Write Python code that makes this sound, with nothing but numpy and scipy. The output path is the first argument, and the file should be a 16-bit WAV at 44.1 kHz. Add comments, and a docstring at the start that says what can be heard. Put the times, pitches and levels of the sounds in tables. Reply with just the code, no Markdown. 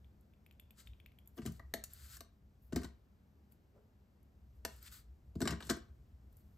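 """Snapping a thin chocolate slab

Fingers break small pieces off a moulded slab above a plastic tray on a table, in a small quiet room.
Fractures and knocks excite damped modes of slab, tray and table; rubbing and crunching are grains of noise,
a hand brushes the table, and the table hums low under the forearms.
All is heard in stereo, close by, over a faint noise floor."""
import sys
import numpy as np
from scipy import signal
from scipy.fft import rfft, irfft, next_fast_len
from scipy.io import wavfile
from scipy.ndimage import uniform_filter1d

SR = 44100
rng = np.random.default_rng(int(sys.argv[2]) if len(sys.argv) > 2 else 0)


def bounce(signal):
    """Save signal as a 16-bit WAV file at the path given by the first command-line argument."""
    frames = np.transpose(np.atleast_2d(signal))
    limited = np.clip(frames, -1, 1)
    pcm = np.round(limited * 32767).astype(np.int16)
    wavfile.write(sys.argv[1], SR, pcm)


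N = 289737  # samples
T = np.arange(N) / SR  # s


def undb(db):
    """Level definition: decibels to an amplitude ratio."""
    return 10 ** (np.asarray(db) / 20)


def unit(x):
    """Normalisation to an RMS of 1."""
    return x / np.sqrt(np.mean(x ** 2))


def read(table, hz):
    """Logarithmic interpolation: a (f/Hz, value) table read on a log-frequency axis."""
    f, v = np.transpose(table)
    return np.interp(np.log(hz + 1), np.log(f + 1), v)


def colour(x, table):
    """Linear filtering: the spectrum is weighted by a (f/Hz, level/dB) table."""
    n = next_fast_len(len(x))
    gain = undb(read(table, np.fft.rfftfreq(n, 1 / SR)))
    return irfft(rfft(x, n) * gain, n)[:len(x)]


def walk(rate):
    """Slow random fluctuation: levels held 1 / rate seconds, then smoothed twice over that time."""
    k = int(SR / rate)
    steps = np.repeat(rng.standard_normal(N // k + 1), k)
    return uniform_filter1d(uniform_filter1d(steps, k), k)[:N]


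def pair(n, likeness):
    """Partial coherence: two noises share a part of their power that depends on frequency."""
    shared = [(f, 10 * np.log10(min(c, .99))) for f, c in likeness]
    separate = [(f, 10 * np.log10(1 - min(c, .99))) for f, c in likeness]
    common = colour(rng.standard_normal(n), shared)
    return [common + colour(rng.standard_normal(n), separate) for _ in range(2)]


def stroke(start, end, start_db, end_db, rise_db_s, fall_db_s):
    """Gesture envelope: exponential onset and release about two corners; crossed corners make a brief scrape."""
    level = np.interp(T, [start, end], [start_db, end_db])
    onset = rise_db_s * np.maximum(start - T, 0)
    release = fall_db_s * np.maximum(T - end, 0)
    return undb(level - onset - release)


def blow(modes, push, tilt_db=0):
    """Modal superposition: a push rings damped modes, each a little detuned and reweighted at random."""
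    hz, db, t60 = np.transpose(modes)
    chance = rng.standard_normal((2, len(hz)))
    t = np.arange(SR // 5)[:, None] / SR
    db = db + chance[0] + tilt_db * np.log2(hz / hz.mean())  # tilt in dB per octave
    turn = (-1) ** np.arange(len(hz))  # neighbours in opposite sense fill the valleys between them
    detuned = hz * (1 + 0.031 * chance[1])
    ring = turn * undb(db - 60 * t / t60) * np.sin(2 * np.pi * detuned * t)
    y = signal.fftconvolve(push, ring.sum(axis=1))
    loudest = uniform_filter1d(y ** 2, size=150).max()  # mean square over 3.4 ms
    return y / np.sqrt(2 * loudest)


def fracture(length_s, main=1.3, rise_s=0.001):
    """Brittle fracture: a main break in a shower of micro-breaks; a weaker, longer tail runs beneath it."""
    t = np.arange(SR // 10) / SR
    sizes = rng.standard_normal(len(t)) * undb(2.0 * rng.exponential(size=len(t)))
    long_tail = undb(-21.5) * np.exp(-t / (5 * length_s))
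    shower = sizes * (1 - np.exp(-t / rise_s)) * (np.exp(-t / length_s) + long_tail)
    shower[int(.0012 * SR)] = main * np.linalg.norm(shower)  # main is relative to the whole shower
    return shower


def add(out, y, s, pan_db):
    """Level panning: a sound placed by its left minus right level."""
    i = int(s * SR)
    y = y[:N - i]
    out[:, i:i + len(y)] += y * undb([[pan_db / 2], [-pan_db / 2]])


# relative spectrum of room and microphone noise: (f/Hz, level/dB per Hz)
AIR = [(18, -51), (30, -32.5), (47, -12), (71, -6), (170, -17.5), (210, -11.5), (245, -19), (449, -27),
       (540, -28.5), (632, -28.5), (1220, -36.5), (7270, -52.5), (9970, -54), (13300, -47), (16000, -64)]
# coherence of that noise: (f/Hz, share of power common to left and right)
AIR_LIKENESS = [(100, 0.96), (400, 0.71), (1500, 0.092), (5000, 0.79), (10000, 0.88), (14000, 0.39)]
AIR_DB = -66.5


def air():
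    """Random noise floor: shaped noise, partly coherent in stereo, wandering slightly in level."""
    noise = np.array([colour(n, AIR) for n in pair(N, AIR_LIKENESS)])
    return unit(noise) * undb(AIR_DB + walk(2.3))


# load of the arms on the table: (t/s, hum level/dB)
ARMS = [(0.0, -61), (0.4, -69), (0.77, -67.5), (0.91, -53.5), (1.1, -68), (1.45, -60), (1.72, -55),
        (1.9, -64), (2.1, -58), (2.45, -66), (2.78, -55), (3.1, -76), (4.2, -70.5), (4.57, -58.5),
        (5.38, -60), (5.8, -57), (6.17, -60), (6.419, -59)]


def table_hum():
    """Forced resonance: muscle tremor shakes the table top at its lowest resonance."""
    s, db = np.transpose(ARMS)
    resonance = [(25, -27.0), (50, -10), (66, 3.0), (85, -11), (140, -19), (300, -59.5)]
    hum = colour(rng.standard_normal(N), resonance)
    return unit(hum) * undb(np.interp(T, s, db))


# reverberation time of the room: (f/Hz, t60/s)
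ROOM = [(150, 0.25), (1000, 0.36), (4000, 0.3), (14000, 0.13)]
# coherence of the reverberation: (f/Hz, share of power common to left and right)
ROOM_LIKENESS = [(100, .9), (600, 0.17), (3000, 0.64), (9000, 0.65), (14000, 1)]
ROOM_DB = -10.5  # tail energy against the near sound


def room(x):
    """Diffuse reverberation: decaying noise tails, one for each channel, the high treble dying first."""
    t = np.arange(SR // 3) / SR
    f, frames, _ = signal.stft(t, SR, nperseg=256)
    fall = undb(-60 * frames / read(ROOM, f)[:, None])
    fall = fall * (frames > .004)  # the tail begins after a short gap
    source = x.mean(axis=0)
    out = []
    for noise in pair(len(t), ROOM_LIKENESS):
        spectrum = signal.stft(noise, SR, nperseg=256)[2]
        tail = signal.istft(spectrum * fall, SR, nperseg=256)[1]
        out.append(signal.fftconvolve(source, tail / np.linalg.norm(tail))[:N])
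    return np.array(out)


BRUSH_S, BRUSH_DB, BRUSH_RISE_DB_S, BRUSH_FALL_DB_S = 3.766, -62.5, 750, 234


def brush():
    """Sliding friction: a hand brushes the table, a short dull scuff of band-limited noise."""
    spectrum = [(200, -37), (420, 11.0), (900, -12.0), (1400, -13.0), (2500, -38)]
    scuff = unit(colour(rng.standard_normal(N), spectrum))
    return scuff * stroke(BRUSH_S, BRUSH_S, BRUSH_DB, BRUSH_DB, BRUSH_RISE_DB_S, BRUSH_FALL_DB_S)


# rubbing and crunching; crossed corners make a brief scrape:
# (onset corner t/s, release corner t/s, onset level/dB, release level/dB, top minus body level/dB)
RUBS = [(0.785, 0.803, -62.5, -58, -6.5), (0.865, 0.863, -70, -68.5, -8), (1.379, 1.368, -68, -66, 8.5),
        (1.427, 1.466, -67, -70, -15), (1.5, 1.573, -75.5, -75, -2), (1.905, 2.161, -70.5, -60, -2),
        (2.626, 2.68, -95, -93, 17), (2.807, 2.872, -72, -80, -14), (3.521, 3.514, -82, -75.5, 7.5),
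        (4.56, 4.58, -97, -99, 11), (4.695, 4.788, -68.5, -70, -3), (4.828, 4.878, -65.5, -59.5, -6),
        (4.928, 4.999, -58.5, -66, 0), (5.439, 5.427, -43.5, -73, -13), (5.47, 5.54, -56, -78, -25),
        (5.616, 5.695, -64, -63.5, -10), (6.328, 6.332, -82, -86, 4), (6.371, 6.41, -84, -83.5, 9),
        (6.45, 6.566, -95.5, -96, 9)]
# relative spectrum of the body of the rubbing: (f/Hz, level/dB per Hz)
RUB = [(500, -28), (800, -15), (1350, 4.5), (2500, -4.5), (4800, 2), (5700, -4.5), (7500, 3.5), (10000, 1),
       (11500, -21)]
RISE_DB_S, FALL_DB_S = 803, 595.5  # how fast a stroke sets in and lifts off


def rubs():
    """Stick-slip friction: skin ridges catch and slip in dense uneven grains, which also serve as crunch."""
    unevenness_db = 2 * rng.exponential(size=N) + 2 * walk(42)
    grains = rng.standard_normal(N) * undb(unevenness_db)
    body = unit(colour(grains, RUB))
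    top = unit(colour(grains, [(9500, -47.0), (11000, 14.0), (13000, 6.5), (16000, 3)]))
    out = np.zeros(N)
    for onset, release, onset_db, release_db, top_db in RUBS:
        gain = stroke(onset, release, onset_db, release_db, RISE_DB_S, FALL_DB_S)
        out += gain * (body + top * undb(top_db))
    return out * undb([[1.5], [-1.5]])  # louder on the left


# strain ticks: (t/s, ring level/dB, fizz level/dB)
TICKS = [(0.045, -66, -78), (0.209, -91, -69), (0.336, -69, -78), (0.4631, -59, -63), (0.511, -59, -66),
         (0.5244, -78, -71), (0.5976, -54, -52), (0.7073, -59, -57.5), (0.8728, -51, -62),
         (0.9343, -60.5, -81), (1.0006, -57, -68), (1.061, -52, -60.5), (1.119, -67.5, -75),
         (1.187, -59, -61.5), (1.258, -75, -70), (1.2737, -74.5, -51.5), (1.934, -81, -45),
         (3.5215, -77, -59), (4.2287, -83, -69), (4.7624, -76, -60), (4.8264, -70, -50.5),
         (4.8635, -58, -59), (4.8804, -55, -68), (6.3266, -96, -68), (6.3683, -99, -60)]
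# modes of the slab under a tick: (nominal f/Hz, mean level/dB, t60/s)
TICK = [(2420, 10, 0.0071), (2485, 3.5, 0.016), (2940, 4, 0.0048), (3560, 1.5, 0.014), (3450, 3.5, 0.0087)]
# stiff slab modes rung by fracture: (nominal f/Hz, mean level/dB before tilt, t60/s)
CRACK = [(2270, -6, 0.0019), (2565, -24.5, 0.0047), (2936, -17.5, .008), (3440, -2.5, 0.0028),
         (4130, 3.5, 0.0016), (4813, -1, 0.0033), (5190, -3, 0.0028), (6240, -8.5, 0.0047),
         (7080, -13.5, 0.0161), (7330, -5.5, 0.0045), (7720, -0.5, 0.0026), (9970, 1, 0.0012)]
# treble modes rung by fracture: (nominal f/Hz, mean level/dB, t60/s)
FIZZ = [(11700, -3, 0.0039), (10900, 0.5, 0.0088), (11110, 9, 0.0046), (12120, 7, 0.0061),
        (13700, -11, 0.0012), (14300, 5, 0.0028), (15200, 0, .003)]
TICK_PAN_DB = 2.5  # left minus right


def ticks():
    """Strain release: tiny single breaks in the slab, a click into its ring and a spit of treble."""
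    out = np.zeros((2, N))
    click = np.diff(np.hanning(int(0.00023 * SR)))
    for s, ring_db, fizz_db in TICKS:
        ring = undb(ring_db) * blow(TICK, click)
        fizz = undb(fizz_db) * blow(CRACK[8:] + FIZZ, fracture(0.0022))
        add(out, ring + fizz[:len(ring)], s, TICK_PAN_DB)
    return out


# middle modes of the clack: (nominal f/Hz, mean level/dB before tilt, t60/s)
CLACK = [(1000, -4, .012), (1140, 0, .015), (1270, -1, .012), (1450, -2, .012), (1580, 0, .016),
         (1720, -2, .012), (1870, -2, .012), (2020, -2, .01)]
# lower modes of the knock: (nominal f/Hz, mean level/dB, t60/s)
KNOCK = [(475, -3, 0.034), (552, -6.5, 0.045), (671.6, -2.5, 0.073), (780, -8, 0.018), (870, -6, 0.017)]
# modes of the plastic tray: (nominal f/Hz, mean level/dB, t60/s)
TRAY = [(220.4, -9, 0.16), (259.8, -4, 0.05), (319.7, -8.5, 0.097), (396.5, -8.5, 0.079)]
# modes of the table: (nominal f/Hz, mean level/dB, t60/s)
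TABLE = [(68.77, -0.2, 0.51), (93, -2, 0.29), (128, 0.59, 0.13), (169.8, -2.3, 0.18)]
CLACK_TILT_DB = -1  # per octave
HIT_PAN_DB, PAN_SCATTER_DB = 2.5, 1  # left minus right


def strike(out, s, shower, bright, crack, fizz, clack, knock, tray, table):
    """Impulse response: fracture rings the stiff modes; a jolt and a soft push ring the lower ones."""
    jolt = np.hanning(int(0.001 * SR))
    push = np.diff(np.hanning(int(0.0036 * SR)))  # pressed in, then springs back
    pan = HIT_PAN_DB + PAN_SCATTER_DB * rng.standard_normal()
    add(out, undb(crack) * blow(CRACK, shower, bright), s, pan)
    add(out, undb(fizz) * blow(FIZZ, shower), s, pan)
    add(out, undb(clack) * blow(CLACK, shower, CLACK_TILT_DB), s, pan)
    add(out, undb(knock) * blow(KNOCK, jolt), s + .001, pan)
    for modes, db in ((TRAY, tray), (TABLE, table)):
        add(out, undb(db) * blow(modes, push), s + 0.00088, 0.28 * pan)  # long waves: nearly equal levels


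# snaps of the slab, and one dull tap at 1.594 s:
# (t/s, crack level/dB, brightness/dB per octave, clack level/dB, knock level/dB)
SNAPS = [(1.5942, -62.5, -8.5, -49.5, -57), (1.7377, -32.5, -3.6, -44, -36.5), (1.838, -39, 5.5, -83, -85),
         (2.2057, -45.5, 0.5, -52.5, -53), (4.6489, -33.5, -2.5, -40, -41)]
# slab and pieces knocking on the tray:
# (t/s, crack level/dB, brightness/dB per octave, clack level/dB, tray level/dB, table level/dB)
HITS = [(1.3704, -66, 4, -65, -48.5, -72), (1.3765, -56, -1, -57, -43.5, -77),
        (1.385, -56, -14, -54, -39, -46), (1.4174, -57.5, -6, -59, -53, -42),
        (1.4523, -55, 0, -55.5, -35.5, -50), (1.4602, -41.5, 1.5, -61, -47, -35.5),
        (1.4696, -52.5, -7, -54, -50.5, -38), (1.4833, -67, 0, -64, -51, -43.5),
        (1.5197, -60, 7, -76, -76, -63), (2.1671, -52, 5, -59, -79.5, -61),
        (2.723, -53.5, -5.5, -51, -32, -38), (2.7287, -51.5, -2, -57, -50, -45),
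        (2.7482, -71, -9, -58, -45.5, -34), (2.7591, -37.5, -1, -43, -28, -49.5),
        (2.7715, -52, -11, -53, -40.5, -54), (2.7819, -58, -21, -62, -49.5, -49.5),
        (2.8162, -59, 4.5, -55.5, -52, -54), (2.832, -49.5, -5, -55, -43, -51.5),
        (2.8436, -48.5, -2.5, -51, -46.5, -45), (5.3531, -62, -2, -63, -36, -34),
        (5.4039, -45.5, 0.5, -47.5, -31.5, -49), (5.4158, -36, -2.5, -40.5, -28, -32),
        (5.4298, -58, -1, -53.5, -32, -54), (5.453, -42.5, -4.5, -40.5, -34, -38),
        (5.474, -29, -8, -34.5, -43, -47), (5.4882, -49.5, -6.5, -41, -44, -34.5),
        (5.506, -41, -3, -42, -40.5, -36), (5.5204, -51, -3.5, -43, -38, -40.5),
        (5.5306, -54, -11, -48.5, -43, -43), (5.6037, -49, -7.5, -48, -54, -60),
        (5.6242, -48.5, -8, -52, -55, -56.5), (5.6503, -59, 6, -70, -58, -50.5),
        (5.668, -52.5, 3.5, -61, -54, -51.5), (5.6916, -43, -2.5, -37.5, -48, -61.5),
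        (5.697, -30, -3.5, -36, -27, -60), (5.7054, -37, -0.5, -35.5, -34.5, -39),
        (5.712, -44.5, 3.5, -46, -39.5, -50.5), (5.765, -60, 5, -57, -46, -76)]
# fracture length and rise in s; main break against the whole shower
SNAP_S, SNAP_RISE_S, SNAP_MAIN = 0.0031, 0.0017, 0.93
HIT_S, HIT_RISE_S, HIT_MAIN = 0.0049, 0.0013, 0.48
SNAP_FIZZ_DB, HIT_FIZZ_DB, FIZZ_PER_BRIGHT = -4, -6.5, 1.2  # against crack; dB per unit of brightness
SNAP_TRAY_DB, SNAP_TABLE_DB = -5, -15  # against the knock
KNOCK_SHARE, KNOCK_DB = 0.57, -6.5  # way from clack to tray level, then an offset


def hits():
    """Modal excitation: a snap shakes mostly the slab; a tray knock fizzes more the brighter it is."""
    out = np.zeros((2, N))
    for s, crack, bright, clack, knock in SNAPS:
        shower = fracture(SNAP_S, SNAP_MAIN, SNAP_RISE_S)
        fizz = crack + SNAP_FIZZ_DB
        strike(out, s, shower, bright, crack, fizz, clack, knock, knock + SNAP_TRAY_DB, knock + SNAP_TABLE_DB)
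    for s, crack, bright, clack, tray, table in HITS:
        shower = fracture(HIT_S, HIT_MAIN, HIT_RISE_S)
        fizz = crack + HIT_FIZZ_DB + FIZZ_PER_BRIGHT * bright
        knock = clack + KNOCK_SHARE * (tray - clack) + KNOCK_DB
        strike(out, s, shower, bright, crack, fizz, clack, knock, tray, table)
    return out


def scene():
    """Superposition: near sources and their reverberation over the table hum and the noise floor."""
    near = brush() + rubs() + ticks() + hits()
    return air() + table_hum() + undb(ROOM_DB) * room(near) + near


# phase by which the left channel leads: (f/Hz, phase/rad)
LEAD = [(0, 0), (780, 0.6), (1290, -0.7), (1980, 0.0), (3450, 1.3), (5340, 0.3), (5860, -0.4), (7150, -0.1),
        (8530, -1.4), (9650, -3.0), (10900, -3.5), (12600, -5.9), (14400, -6.7), (16000, -9.4)]
# level difference of the channels: (f/Hz, left minus right level/dB)
LEVEL_DIFFERENCE = [(60, 1), (300, 1), (2000, 1.5), (5000, 4), (8000, -0.5), (14000, -2)]
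TOP_HZ = 16200


def record(dry):
    """Stereo processing: phase and level differ between left and right with frequency; a low-pass cuts the top."""
    n = next_fast_len(N + 512)
    hz = np.fft.rfftfreq(n, 1 / SR)
    f, lead = np.transpose(LEAD)
    side = np.array([[.5], [-.5]])  # half of each difference to either channel
    phase = np.exp(1j * side * np.interp(hz, f, lead))
    gain = undb(side * read(LEVEL_DIFFERENCE, hz))
    wet = irfft(rfft(dry, n) * phase * gain, n)[:, :N]
    low_pass = signal.ellip(10, .2, 80, TOP_HZ, fs=SR, output="sos")
    return signal.sosfilt(low_pass, wet)


dry = scene()
out = record(dry)
bounce(out)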